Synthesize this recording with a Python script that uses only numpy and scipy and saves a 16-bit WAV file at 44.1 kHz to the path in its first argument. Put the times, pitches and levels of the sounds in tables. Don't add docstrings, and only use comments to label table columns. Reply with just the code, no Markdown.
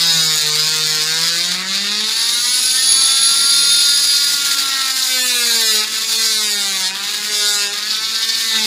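import sys
import numpy as np
from scipy import signal
from scipy.fft import rfft, irfft
from scipy.io import wavfile
from scipy.ndimage import uniform_filter1d

SR = 44100
rng = np.random.default_rng(int(sys.argv[2]) if len(sys.argv) > 2 else 0)


def pcm_store(signal):
    levels = np.round(np.clip(np.atleast_2d(signal), -1, 1) * 32767)
    wavfile.write(sys.argv[1], SR, levels.astype(np.int16).T)


N = 381895

LIFT_S, LOWER_S = 2.12, 4.3
LIFTED_SHAKE_DB, LIFTED_GRIT_SHARE, LIFTED_RUMBLE_DB = -7, 0.6, 3
PRESSED_RUMBLE_DB = -4


def from_db(db):
    return 10 ** (np.asarray(db) / 20)


def rms_one(x):
    return x / np.sqrt(np.mean(x ** 2) + 1e-20)


def evened(x):
    power = uniform_filter1d(uniform_filter1d(x ** 2, size=6000), size=6000)
    return x / np.sqrt(power + 1e-20)


def in_time(rows):
    s, *columns = np.transpose(rows)
    return [np.interp(np.arange(N) / SR, s, c) for c in columns]


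def gate(start_s, end_s):
    attack_s, release_s = 0.06, 0.06
    t = np.arange(N) / SR
    return np.clip(np.minimum((t - start_s) / attack_s, (end_s - t) / release_s + 1), 0, 1)


def bumps(events, width_s):
    t = np.arange(N) / SR
    return sum(db * np.exp(-((t - s) / width_s) ** 2) for s, db in events)


def drift(rate_hz, count=1):
    r = np.exp(-128 * np.pi * rate_hz / SR)
    noise = rng.standard_normal((count, N // 64 + 1002))
    slow = signal.lfilter([1], [1, -2 * r, r * r], noise)[:, 1000:]
    return [np.interp(np.arange(N) / 64, np.arange(len(row)), rms_one(row)) for row in slow]


def resonance(x, hz, width_hz):
    r = np.exp(-np.pi * width_hz / SR)
    section = [(1 - r * r) / 2, 0, (r * r - 1) / 2, 1, -2 * r * np.cos(2 * np.pi * hz / SR), r * r]
    return signal.sosfilt([section, section], x)


def coloured(x, tilt_db):
    # (frequency [Hz], level [dB])
    colour = [(90, -25), (300, -34), (700, -16), (1150, -10), (1650, -5), (2200, -6), (3100, -5.5),
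              (3600, 6), (4100, 7), (4800, 8), (6000, -1.5), (6800, 2.5), (8200, -6), (10300, -10.5),
              (12600, -23.5), (14400, -19), (15300, -25)]
    hz = np.maximum(np.arange(N // 2 + 1) * SR / N, 1)
    point_hz, point_db = np.transpose(colour)
    db = np.interp(np.log(hz), np.log(point_hz), point_db)
    db = db + tilt_db * np.log2(np.maximum(hz / 1000, 1))
    return irfft(rfft(x) * from_db(db), N)


def rumble():
    low_hz, high_hz, level_db = 127, 490, -45.5
    band = signal.butter(3, [low_hz, high_hz], "band", fs=SR, output="sos")
    swell = from_db(level_db + 1.5 * drift(2.9)[0])
    return swell * rms_one(signal.sosfilt(band, rng.standard_normal(N)))


def hand():
    # (start [s], end [s], share of regular knock [0-1], body of the cast [dB], shake at the stroke rate [dB],
    #  shake at its overtones [dB], topmost hiss against the treble [dB])
    presses = [(-.1, 0.35, 0.74, -24, -32.5, -39.5, -0.5), (0.385, 1.405, 0.6, -24, -36, -39, -4),
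               (1.41, 2.04, 0.46, -24.5, -34.5, -44.5, -6), (2.307, 2.856, 0.62, -26, -40.5, -47, -2.5),
               (4.35, 4.94, 0.33, -24.5, -46, -51.5, -1.5), (5.06, 5.808, .88, -21.5, -40.5, -38, -1.5),
               (6.12, 6.913, 0.83, -24.5, -41, -43.5, -3), (7.244, 7.704, 0.81, -26, -48.5, -39, -6.5),
               (7.808, 8.49, 0.58, -26.5, -48, -53, -0.5), (8.486, 8.8, 0.56, -21, -35, -45, -3.5)]
    # share, body dB, shake dB, overtones dB, hiss dB
    loose = np.array([0.31, -26, -47, -50.5, -2])
    out = loose[:, None] * np.ones(N)
    for start_s, end_s, *firm in presses:
        out += np.outer(firm - loose, gate(start_s, end_s))
    return out


def whine(phase, whine_db, low_db):
    # (multiple of the stroke rate [-], level [dB])
    drive_tones = [(13, -1), (15, -4), (17, 0), (19, -9)]
    low_multiple = 5
    swell, slip = drift(6.0, count=len(drive_tones)), drift(1.8, count=len(drive_tones))
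    tones = np.zeros(N)
    for (k, db), a, b in zip(drive_tones, swell, slip):
        tones += from_db(db + 1.5 * a) * np.cos(k * phase + 0.8 * b)
    low = from_db(low_db) * np.cos(low_multiple * phase)
    return np.sqrt(2) * (from_db(whine_db) * tones + low)


def free_blade(ring_db):
    # (frequency [Hz], width of each pole pair [Hz], level [dB])
    modes = [(6670, 90, -4), (8690, 110, -13), (10000, 90, -8), (10480, 170, 0), (13550, 70, -21),
             (13930, 90, -22)]
    rattle = rng.standard_normal(N) * from_db(1.4 * drift(7.5)[0])
    ring = sum(from_db(db) * resonance(rattle, hz, width_hz) for hz, width_hz, db in modes)
    return from_db(ring_db) * rms_one(ring)


def singing(phase):
    # (start [s], end [s], frequency [Hz], level [dB])
    sings = [(-.1, 0.28, 5040, -20.5), (-.1, 0.208, 3810, -18), (0.053, .38, 6860, -23.5),
             (-.1, .38, 1630, -31), (0.54, 0.656, 4860, -16), (1.05, 1.355, 1630, -28),
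             (1.18, 1.3, 4800, -20), (2.08, 2.3, 4470, -23), (2.174, 2.444, 3680, -26),
             (2.42, 2.64, 4520, -27), (2.454, 2.647, 2805, -33), (2.728, 2.803, 1800, -26.5),
             (4.7, 4.8, 3970, -25.5), (4.626, 4.9, 1850, -31), (5.097, 5.453, 2495, -28),
             (5.45, 5.796, 4040, -24.5), (5.51, 5.793, 5060, -22), (6.16, 6.5, 4560, -38),
             (7.313, 7.486, 3640, -20), (7.368, 7.638, 1470, -27.5), (7.547, 7.653, 2620, -30),
             (7.853, 8.02, 4320, -28), (8.096, 8.555, 1794, -33), (8.48, 8.6, 3730, -27)]
    width_hz = 166
    ticks = np.diff(np.floor(phase / (2 * np.pi)), prepend=0) + 1e-18
    return sum(from_db(db) * gate(start_s, end_s) * rms_one(resonance(ticks, hz, width_hz))
               for start_s, end_s, hz, db in sings)


def shake(phase, rate, stroke_db, overtones_db):
    # (frequency [Hz], level [dB])
    cast_answer = [(300, -10.5), (440, 5.5), (520, -2), (620, -5.5), (800, -17.5)]
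    housing_hz, housing_width_hz, housing_db = 798, 47, -45
    answer_hz, answer_db = np.transpose(cast_answer)
    waver = drift(10.6, count=5)
    out = from_db(stroke_db + 2.0 * waver[0]) * np.sin(phase)
    for k in range(2, 6):
        answer = np.interp(np.log(k * rate), np.log(answer_hz), answer_db)
        cast = from_db(overtones_db + answer) * (k < 4)
        housing = from_db(housing_db) * np.exp(-((k * rate - housing_hz) / housing_width_hz) ** 2)
        out += (cast + housing) * from_db(2.0 * waver[k - 1]) * np.sin(k * phase)
    return np.sqrt(2) * out


def knocks(phase, wander, smear, count):
    swell, slip = drift(10.4, count=count), drift(2.62, count=count)
    turn = np.exp(1j * (phase + 0.023 * drift(19.0)[0]))
    out, partial = np.zeros(N), turn ** 3
    for k in range(4, count):
        partial = partial * turn
        slipped = (partial * np.exp(1j * smear * slip[k])).real
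        out -= (1 + np.tanh(wander * swell[k])) * slipped
    return out


def scrape(phase, depth, grit_db, flutter_db):
    low_cut = signal.butter(1, 600, "high", fs=SR, output="sos")
    burst = np.exp(depth * np.cos(phase))
    grit = from_db(grit_db * drift(80.0)[0] + flutter_db * drift(18.0)[0])
    return signal.sosfilt(low_cut, burst * grit * rng.standard_normal(N))


def rasp(phase, share, body_db, hiss_db, lifted):
    # (time [s], level of the teeth [dB], level of the treble [dB])
    rasp_levels = [(0.0, -17, -26), (0.17, -15.5, -25), (0.24, -17.5, -24), (1.49, -19, -26),
                   (1.64, -29.5, -35.5), (1.69, -20.5, -29.5), (1.91, -20, -31.5), (2.72, -17, -23.5),
                   (2.87, -17, -27.5), (4.03, -17, -24.5), (4.56, -19, -24), (4.75, -20, -29.5),
                   (4.99, -21.5, -23.5), (5.76, -17.5, -20.5), (5.86, -25, -30), (6.22, -17, -22),
                   (6.8, -23, -26.5), (6.87, -18, -25), (6.92, -31.5, -36), (7.04, -23, -31),
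                   (7.31, -26, -28), (7.35, -18, -21), (7.62, -20.5, -21.5), (7.72, -25.5, -32.5),
                   (8.1, -22, -32.5), (8.66, -18.5, -25.5)]
    # (time [s], swell [dB])
    catches = [(5.03, 10.5), (7.83, 5.5), (7.91, 9), (7.95, 9), (7.99, 4), (8.05, 6), (8.16, 6), (8.235, 9),
               (8.3, 8.5), (8.35, 5)]
    band_edges_hz = [3100, 6000, 11500]
    catch_s = 0.0091
    level_db, treble_db = in_time(rasp_levels)
    share = np.clip(share, 0, 1)
    drive = knocks(phase, wander=0.85, smear=0.8, count=60)
    mix = np.sqrt(share) * rms_one(coloured(drive, tilt_db=-0.73))
    flutter_db = 2.2 * (1 - LIFTED_GRIT_SHARE * lifted)
    teeth = scrape(phase, depth=0.85 * share, grit_db=1.6, flutter_db=flutter_db)
    mix += np.sqrt(1 - share) * rms_one(coloured(teeth, tilt_db=1.5))

    spectrum, hz = rfft(mix), np.arange(N // 2 + 1) * SR / N
    below = [0] + [1 / (1 + (hz / edge) ** 8) for edge in band_edges_hz] + [1]
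    bands = [evened(irfft(spectrum * (b - a), N)) for a, b in zip(below, below[1:])]
    body, middle, sizzle, hiss = bands
    treble = from_db(treble_db) * (sizzle + from_db(hiss_db) * hiss)
    middle_db = level_db + bumps(catches, catch_s)
    return from_db(body_db) * body + from_db(middle_db) * middle + treble


def scene():
    # (time [s], stroke rate [strokes/s])
    speed = [(0.0, 168.8), (0.07, 167.2), (0.41, 151.6), (0.55, 152.2), (0.7, 156.7), (1.01, 153.7),
             (1.28, 167.6), (1.37, 168.7), (2.36, 238.1), (2.58, 251.0), (2.94, 265.0), (3.26, 273.3),
             (3.83, 282.8), (4.34, 284.2), (5.23, 253.0), (5.72, 216.8), (5.79, 213.1), (6.12, 225.4),
             (6.29, 221.4), (6.85, 185.4), (7.11, 206.8), (7.28, 210.2), (7.69, 202.6), (8.05, 221.0),
             (8.32, 225.0), (8.49, 224.1), (8.66, 215.7)]
    # (time [s], ring of the blade [dB], whine of the drive [dB], its low tone [dB])
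    free_levels = [(1.8, -48, -60, -56), (2.2, -26, -42, -39), (2.6, -18.5, -40, -40), (2.9, -15, -18, -31),
                   (3.5, -17, -18.5, -28), (3.9, -16.5, -17, -29), (4.2, -23, -20, -31),
                   (4.4, -30, -26, -27), (4.8, -31, -39, -26.5), (5.2, -53, -73, -42)]
    rate, = in_time(speed)
    share, body_db, stroke_db, overtones_db, hiss_db = hand()
    ring_db, whine_db, low_db = in_time(free_levels)
    lifted = gate(LIFT_S, LOWER_S)
    phase = 2 * np.pi * np.cumsum(rate) / SR

    shake_db = LIFTED_SHAKE_DB * lifted
    hum = shake(phase, rate, stroke_db + shake_db, overtones_db + shake_db)
    cutting = rasp(phase, share, body_db, hiss_db, lifted) + hum + singing(phase)
    free = free_blade(ring_db) + whine(phase, whine_db, low_db)
    rumble_db = LIFTED_RUMBLE_DB * lifted + PRESSED_RUMBLE_DB * share
    return (cutting + free + from_db(rumble_db) * rumble())[None]


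def record(dry):
    low_hz, cutoff_hz = 102, 15300
    low_cut = signal.butter(3, low_hz, "high", fs=SR, output="sos")
    thin = signal.sosfilt(low_cut, np.tanh(dry / 1.153))
    return signal.sosfilt(signal.ellip(14, 0.5, 70, cutoff_hz, fs=SR, output="sos"), thin)


dry = scene()
out = record(dry)
pcm_store(out)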